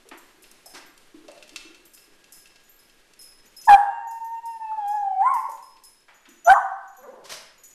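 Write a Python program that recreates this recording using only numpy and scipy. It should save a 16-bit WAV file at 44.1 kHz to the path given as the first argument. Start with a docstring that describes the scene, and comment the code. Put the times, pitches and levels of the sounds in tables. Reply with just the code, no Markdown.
"""Paws thump, claws tick and collar tags jingle in a hard, echoing room; then a small dog yips, holds a long
clear whine that flicks up at its end, yips again and groans softly; a late scuff follows.
Voices are phase-summed partials plus breath noise; tags are ringing modes under a noise tick.
Feet are decaying noise bands; room tone lies below. The yips clip the recorder and pull its gain down."""
import sys
import numpy as np
from scipy import signal
from scipy.fft import rfft, irfft, next_fast_len
from scipy.io import wavfile
from scipy.ndimage import uniform_filter1d, map_coordinates

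SR = 44100
rng = np.random.default_rng(int(sys.argv[2]) if len(sys.argv) > 2 else 0)


def field_ratio(decibels):
    """Amplitude ratio for a level in dB (20 dB per decade); scalars and array-likes work."""
    return 10 ** (np.asarray(decibels, dtype=float) / 20)


def unload_wav(signal):
    """Save mono or channel-first audio to the path in sys.argv[1] as 16-bit WAV at rate SR, clipped to [-1, 1]."""
    wavfile.write(
        sys.argv[1],
        SR,
        np.round(np.clip(np.atleast_2d(signal).T, -1, 1) * 32767).astype(np.int16),
    )


N = 341319


def unit(x):
    """Scale to rms 1."""
    return x / np.sqrt(np.mean(x ** 2) + 1e-20)


def along(points, hz):
    """Interpolate (frequency [Hz], value) points on a log axis."""
    f, v = np.transpose(points)
    return np.interp(np.log(hz + 1), np.log(f + 1), v)


def span(rows):
    """First sample, 4 ms end fades and per-sample columns of a curve."""
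    s, *cols = np.transpose(rows)
    t = np.arange(s[0], s[-1], 1 / SR)
    fade = np.clip(np.minimum(t - s[0], s[-1] - t) * 250, 0, 1)
    return round(s[0] * SR), fade, [np.interp(t, s, c) for c in cols]


def add(x, start, piece):
    """Mix a piece in at a sample."""
    x[start:start + len(piece)] += piece[:N - start]


def wobble(n, rate_hz):
    """Smooth random curve, rate_hz knots a second."""
    knots = rng.standard_normal(int(n * rate_hz / SR) + 4)
    return map_coordinates(knots, [np.arange(n) * rate_hz / SR])


def noise(n, spectrum):
    """Coloured noise of about rms 1."""
    m = next_fast_len(n + 8192)
    gain = field_ratio(along(spectrum, np.fft.rfftfreq(m, 1 / SR)))
    return unit(irfft(rfft(rng.standard_normal(m)) * gain, m)[:n])


def band(x, lo_hz, hi_hz):
    """Causal band-pass."""
    return signal.sosfilt(signal.butter(2, [lo_hz, min(hi_hz, SR * .45)], "band", fs=SR, output="sos"), x)


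# soft voice's overtones above the octave, by where they fall: (frequency [Hz], level [dB])
THROAT = [(2200, -66), (2800, -61.5), (3350, -66.5), (3650, -91.5), (4150, -75), (5500, -85.5), (8000, -69)]
# breath noise colour: (frequency [Hz], relative density [dB per Hz])
BREATH = [(300, -43), (600, -2.5), (1100, 4), (1800, -9.5), (2500, -22.5), (6000, -28.5), (9000, -19.5),
          (13000, -28.5)]


def voice(calls, octave_over, jitter, breath_db):
    """Vocal folds in a high register: a near-sine with weak overtones; effort adds rasp and breath."""
    out = np.zeros(N)
    for rows in calls:
        start, fade, (hz, first_db) = span(rows)
        n = len(hz)
        effort = np.clip((first_db + 13) / 16, 0, 1)
        # fast pitch leaps unsettle the folds
        glide = uniform_filter1d(np.abs(np.gradient(hz)) * SR / 2500, size=1200)
        rough = np.clip(effort + glide, 0, 1)
        phase = 2 * np.pi * np.cumsum(hz * (1 + jitter * wobble(n, 40))) / SR

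        def rasp(k):
            """Uneven cycles smear the higher partials most."""
            return 1 + rough * np.minimum(.05 * k * k, 2) * wobble(n, 500)

        upper = 0
        for k in range(3, 9):
            level_db = along(THROAT, k * hz) + 19 * effort + 5 * np.minimum(glide, 1) + 5 * wobble(n, 15)
            smear = .6 * k * rough * wobble(n, 250)
            upper = upper + field_ratio(level_db) * rasp(k) * np.sin(k * phase + smear)
        octave_db = first_db + along(octave_over, hz) + 1.2 * wobble(n, 25)
        octave = field_ratio(octave_db) * rasp(2) * np.sin(2 * phase + 1 + .6 * glide * wobble(n, 250))
        first = field_ratio(first_db) * rasp(1) * np.sin(phase)
        tone = np.sqrt(2) * (first + octave + upper)
        breath = field_ratio(first_db + breath_db + 7.6 * rough) * noise(n, BREATH)
        add(out, start, fade * (tone + breath))
    return out


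# one list per yip: (time [s], pitch [Hz], fundamental level [dB])
YIPS = [
    [(3.68, 870, -22), (3.692, 850, 0), (3.71, 815, 3), (3.747, 792, 4.5), (3.753, 785, -1),
     (3.775, 778, -13)],
    [(6.45, 645, -48), (6.48, 690.5, -3.5), (6.492, 708.3, -3.5), (6.507, 768.7, 0), (6.52, 784.3, 4),
     (6.53, 810, 0), (6.545, 886, -13.5)],
]
# octave over the fundamental, by pitch: (pitch [Hz], level [dB])
YIP_OCTAVE = [(680, -14), (755, -1.5), (785, -18.5), (820, -17.5), (865, -7)]


def yips_and_breaks():
    """Two forced calls, pitch unsteady, plus all voice breaks, including the one in the whine's final flick."""
    return voice(YIPS, YIP_OCTAVE, jitter=0.014, breath_db=-27.5) + breaks()


# second tone gliding beside the pitch:
# (start [s], length [s], first frequency [Hz], last frequency [Hz], peak level [dB])
BREAKS = [(3.67, 0.037, 826.5, 1090, -5), (5.245, 0.069, 1336, 1446, -23), (6.466, 0.045, 854, 887, -9.5),
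          (6.521, 0.0948, 1218, 925, -5)]


def breaks():
    """Short, rough gliding tones where the voice cracks."""
    out = np.zeros(N)
    for s, length_s, first_hz, last_hz, db in BREAKS:
        n = round(length_s * SR)
        phase = 2 * np.pi * np.cumsum(np.linspace(first_hz, last_hz, n)) / SR
        add(out, round(s * SR), field_ratio(db) * np.hanning(n) * np.sin(phase + 1.2 * wobble(n, 300)))
    return out


# (time [s], pitch [Hz], fundamental level [dB])
WHINE = [(3.78, 918, -21), (3.95, 922.4, -27.5), (4.12, 912.8, -26), (4.24, 911.3, -25),
         (4.5, 925.5, -31.5), (4.64, 881, -25.5), (4.76, 861.5, -27), (4.86, 807.7, -21.5),
         (4.96, 846.4, -17), (5.05, 794.5, -20.5), (5.17, 746, -23), (5.215, 786, -9), (5.245, 965, -15.5),
         (5.265, 1018, -7), (5.31, 1125, -19), (5.375, 892, -15.5), (5.41, 860, -37.5)]
# octave over the fundamental, by pitch: (pitch [Hz], level [dB])
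WHINE_OCTAVE = [(760, -44.5), (835, -24), (870, -28.5), (920, -24.5), (1050, -26)]


def whine():
    """A long, soft call on a steadier pitch than the yips."""
    return voice([WHINE], WHINE_OCTAVE, jitter=.003, breath_db=-39.5)


# brief fades where room echoes cancel the whine: (time [s], gain [dB])
ECHO_FADES = [(4.197, -13.5), (4.41, -19), (4.59, -21)]
ECHO_FADE_S = 0.011  # half width


def echo_fades():
    """Gain curve for echo cancellation: 1 except for brief bell-shaped (in dB) fades."""
    t = np.arange(N) / SR
    return field_ratio(sum(db * np.exp(-((t - s) / ECHO_FADE_S) ** 2) for s, db in ECHO_FADES))


# (time [s], pitch [Hz], level [dB])
GROAN = [(6.98, 242.6, -56), (7.04, 258, -47), (7.105, 249.1, -49.5), (7.15, 234.6, -54),
         (7.19, 197, -56.5), (7.27, 191.5, -54.5)]
# closed-mouth gain on the overtones: (frequency [Hz], gain [dB])
GROAN_THROAT = [(190, -10), (260, -8.5), (480, 6), (800, -1.5), (1000, 0.5), (1300, -12), (2000, -19.5)]


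def groan():
    """A soft low groan through a closed mouth: an unsteady stack of overtones whose pitch sinks."""
    out = np.zeros(N)
    start, fade, (hz, db) = span(GROAN)
    n = len(hz)
    phase = 2 * np.pi * np.cumsum(hz * (1 + .05 * wobble(n, 60))) / SR
    stack = 0
    for k in range(1, 9):
        gain = field_ratio(along(GROAN_THROAT, k * hz) + 4 * wobble(n, 60))
        stack = stack + gain * np.sin(k * phase + 2 * wobble(n, 70))
    add(out, start, np.sqrt(2) * fade * field_ratio(db) * stack)
    return out


# modes of three collar tags, by tag: (frequency [Hz], level re ring [dB], t60 [s])
TAG_MODES = {"big": [(5140, -3, 0.44), (5300, -11, 0.25), (10200, -6.5, 0.4), (10650, -7.5, 0.35),
             (11400, -8.5, 0.25)], "small": [(6090, 0.5, .2), (6860, 3, 0.26), (7900, -25, 0.25),
             (12570, -3, .25)], "thin": [(7490, -13.5, 0.49), (13000, -1.5, 0.19), (13150, -14.5, 0.69)]}
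# phase blur by swinging, by tag: scale at 4500 Hz [rad]
TAG_SWING = {"big": 1.5, "small": .6, "thin": .9}
# strikes: (time [s], tag, tick level [dB], ring level [dB])
JINGLES = [(0.174, "thin", -35.5, -52), (0.4207, "big", -38, -56), (0.6583, "big", -30.5, -50),
           (0.861, "thin", -40, -54), (1.852, "thin", -39, -52), (1.9348, "big", -30, -52),
           (2.3215, "big", -26, -48.5), (2.6346, "small", -48, -67), (2.6916, "thin", -51, -49.5),
           (2.789, "big", -42.5, -58), (2.884, "small", -85, -70), (3.191, "big", -38, -44),
           (3.2128, "big", -29, -49), (3.4564, "small", -47, -60), (3.5652, "big", -33.5, -42),
           (3.613, "small", -32.5, -54), (3.651, "small", -25, -55), (4.071, "small", -41, -48.5),
           (4.1088, "big", -27.5, -52.5), (4.2438, "small", -32.5, -51.5), (4.4548, "big", -25.5, -46),
           (4.8767, "big", -25.5, -54), (4.9106, "small", -50, -55.5), (5.338, "big", -18, -50.5),
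           (5.494, "big", -25.5, -69), (5.5155, "small", -26, -52), (5.625, "big", -31, -51),
           (5.8362, "big", -24.5, -50.5), (6.141, "small", -47.5, -58.5), (6.2872, "small", -36, -56.5),
           (6.4455, "small", -41.5, -38.5), (6.8768, "small", -74, -51), (6.9654, "small", -39, -49.5),
           (7.311, "big", -45, -42.5), (7.578, "small", -66, -56), (7.6351, "small", -30, -41)]


def tags():
    """A tick and a short rattle of metal on metal; the tag rings, its modes blurred as it swings and touches."""
    out, t = np.zeros(N), np.arange(SR // 3) / SR
    n = len(t)
    for s, tag, tick_db, ring_db in JINGLES:
        tick = field_ratio(-14.5 - 60 * t / 0.0079)
        rattle = field_ratio(-12 + 3 * wobble(n, 120) - 60 * t / 0.12)
        treble = band(band(rng.standard_normal(n), 5000, 16000), 5000, 16000)
        hit = field_ratio(tick_db) * (tick + rattle) * treble
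        for hz, mode_db, t60_s in TAG_MODES[tag]:
            blur = TAG_SWING[tag] * (hz / 4500) * wobble(n, 90)
            level_db = ring_db + mode_db + rng.normal(0, 3) + 4 * wobble(n, 40) - 60 * t / t60_s
            hit = hit + field_ratio(level_db) * np.sin(2 * np.pi * hz * t + blur)
        add(out, round(s * SR), hit * (1 - np.exp(-t / .0015)))
    return out


# (time [s], level [dB], knock re level [dB])
CLAWS = [(0.0887, -38, -26), (0.1128, -49.5, 14.5), (0.514, -40, -33), (0.756, -53, 14.5),
         (0.977, -43, -20), (1.282, -40, -6), (1.3156, -43, -17), (1.4258, -38, -7.5),
         (1.493, -39.5, -10.5), (1.56, -23.5, -8), (1.746, -42, -6.5), (2.2422, -46.5, -11.5),
         (2.5585, -45.5, -7), (6.083, -53.5, 14), (6.255, -52.5, 8.5)]
# what a claw's blow rings with: (frequency [Hz], relative level [dB])
FLOOR = [(1410, -15.5), (2680, -3), (3150, -9), (4550, -13)]
KNOCK_HZ, KNOCK_HZ_PER_DB = 2000, -72  # the heavier the knock, the duller it and its crack
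STRAY_CLAWS, STRAY_MAX_DB = 20, -45  # faint ticks at random moments


def claws():
    """A dry crack in the treble and a brief ring over the short knock; a heavier knock lasts longer."""
    out, t = np.zeros(N), np.arange(SR // 5) / SR
    n = len(t)
    stray = [(u * N / SR, STRAY_MAX_DB - 8 * v, -20 * w) for u, v, w in rng.random((STRAY_CLAWS, 3))]
    for s, db, knock_db in CLAWS + stray:
        hz = np.clip(KNOCK_HZ + KNOCK_HZ_PER_DB * knock_db, 500, 5000)
        crack = field_ratio(-0.5 - 60 * t / 0.034) * band(rng.standard_normal(n), hz, 3 * hz)
        knock_t60_s = 0.15 * field_ratio(knock_db / 2)
        knock = field_ratio(knock_db + 4.5 - 60 * t / knock_t60_s) * band(rng.standard_normal(n), 0.69 * hz, 2.31 * hz)
        ring = 0
        for mode_hz, mode_db in FLOOR:
            level_db = mode_db + rng.normal(0, 2) + min(knock_db, 0) / 2 - 60 * t / .05
            ring = ring + field_ratio(level_db) * np.sin(2 * np.pi * mode_hz * t)
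        add(out, round(s * SR), field_ratio(db) * (crack + knock + ring))
    return out


# paws and knocks: (time [s], level [dB], note frequency [Hz])
THUMPS = [(0.051, -41.5, 434), (0.115, -36, 320), (0.377, -49.5, 338), (0.656, -39.5, 690),
          (0.734, -44.5, 320), (1.141, -40, 330), (1.24, -42.5, 363), (1.283, -33, 597),
          (1.316, -46.5, 735), (1.518, -44, 328), (1.648, -42.5, 344), (2.075, -49, 330),
          (4.715, -31, 1180), (5.341, -41.5, 348), (5.482, -32, 555), (6.277, -45, 276)]


def thumps():
    """Soft pads: a dull, hollow note that dies within some tens of cycles, with a puff of noise."""
    out, t = np.zeros(N), np.arange(SR // 5) / SR
    n = len(t)
    for s, db, hz in THUMPS:
        note = unit(band(rng.standard_normal(n), 0.9 * hz, 1.123 * hz)) * field_ratio(2.0 - 60 * t * hz / 55)
        puff = field_ratio(5 - 60 * t / .07) * band(rng.standard_normal(n), 400, 1300)
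        add(out, round(s * SR), field_ratio(db - 3) * (1 - np.exp(-t / .006)) * (note + puff))
    return out


# paws sliding: (start [s], rise [s], crest level [dB])
SCUFFS = [(.735, 0.02, -44), (7.239, 0.019, -41.5), (7.292, 0.029, -29.5)]
# scuff colour: (frequency [Hz], relative density [dB per Hz])
SCUFF_SPECTRUM = [(350, -17), (600, -6.5), (1180, -3.5), (2660, -6.5), (5140, -4.5), (5570, -5),
                  (12600, -18.5), (14000, -33)]
SCUFF_RISE_DB, SCUFF_FALL_S = 8, 0.24  # swell, time to fall 60 dB


def scuffs():
    """Pads and claws dragging: grainy noise that swells through each slide and stops."""
    out = np.zeros(N)
    for s, rise_s, crest_db in SCUFFS:
        crest_s = s + rise_s
        curve = [(s, crest_db - SCUFF_RISE_DB), (crest_s, crest_db), (crest_s + SCUFF_FALL_S, crest_db - 60)]
        start, fade, (db,) = span(curve)
        n = len(db)
        add(out, start, fade * field_ratio(db + 2.5 * wobble(n, 150)) * noise(n, SCUFF_SPECTRUM))
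    return out


# room tone colour: (frequency [Hz], relative density [dB per Hz])
AIR_SPECTRUM = [(15, 16), (40, -11), (90, -11), (381, -1.5), (758, -8), (2400, -7), (5000, -12.5),
                (12100, -19), (14000, -28)]
# faint steady-pitched tone: (frequency [Hz], mean level [dB])
HUM = [(1637, -72.5)]
AIR_MEAN_DB = -57.5


def air():
    """Room tone as coloured noise, gently moving, with a faint tone."""
    t = np.arange(N) / SR
    hum = sum(field_ratio(db + 2.1 * wobble(N, 1.7)) * np.sin(2 * np.pi * hz * t) for hz, db in HUM)
    return field_ratio(AIR_MEAN_DB + wobble(N, 3) + wobble(N, 45)) * noise(N, AIR_SPECTRUM) + hum


# reverberation: (frequency [Hz], t60 [s])
ROOM_T60 = [(200, 0.81), (800, 0.62), (1600, 0.76), (2300, 0.66), (5500, 0.48), (13000, 0.36)]


def room(x, wet_db):
    """Hard floor and walls: decay by frequency; the echo pattern changes as the dogs move."""
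    out, step = x.copy(), SR // 3
    for start in range(0, N, step):
        hz, t, z = signal.stft(rng.standard_normal(SR), SR, nperseg=256)
        tail = signal.istft(z * field_ratio(-60 * t / along(ROOM_T60, hz)[:, None]), SR, nperseg=256)[1]
        tail = tail * (1 - np.exp(-np.arange(len(tail)) / (.025 * SR)))  # echoes thicken at first
        piece = x[start:start + 2 * step] * np.hanning(2 * step)[:N - start]
        add(out, start, field_ratio(wet_db) * signal.fftconvolve(piece, tail / np.linalg.norm(tail)))
    return out


def scene():
    """All but the air sounds in one room, each source with its own share of echo."""
    calls = room(yips_and_breaks(), wet_db=-9.5) + room(whine(), wet_db=-6.5) * echo_fades()
    calls = calls + room(groan(), wet_db=-4)
    feet = room(claws(), wet_db=-4.0) + room(thumps(), wet_db=-3.5) + room(scuffs(), wet_db=-7.0)
    return (calls + room(tags(), wet_db=-0.5) + feet + air())[None]


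def band_limit(x):
    """A steep low-pass at the top of the band."""
    return signal.sosfilt(signal.butter(12, 15640, fs=SR, output="sos"), x)


def record(dry):
    """The microphone cuts off the top treble; gain ducks after loud sounds and creeps back; peaks clip."""
    heard = signal.sosfilt(signal.cheby2(12, 40, 14300, fs=SR, output="sos"), dry)
    keep = np.exp(-1 / (.18 * SR))  # 0.18 s power average
    loud_db = 10 * np.log10(signal.lfilter([1 - keep], [1, -keep], heard ** 2) + 1e-12)
    heard = heard * field_ratio(-.22 * np.maximum(loud_db + 47, 0))
    clipped = heard / (1 + np.abs(heard / .7) ** 12) ** (1 / 12)
    return band_limit(clipped)


dry = scene()
out = record(dry)
unload_wav(out)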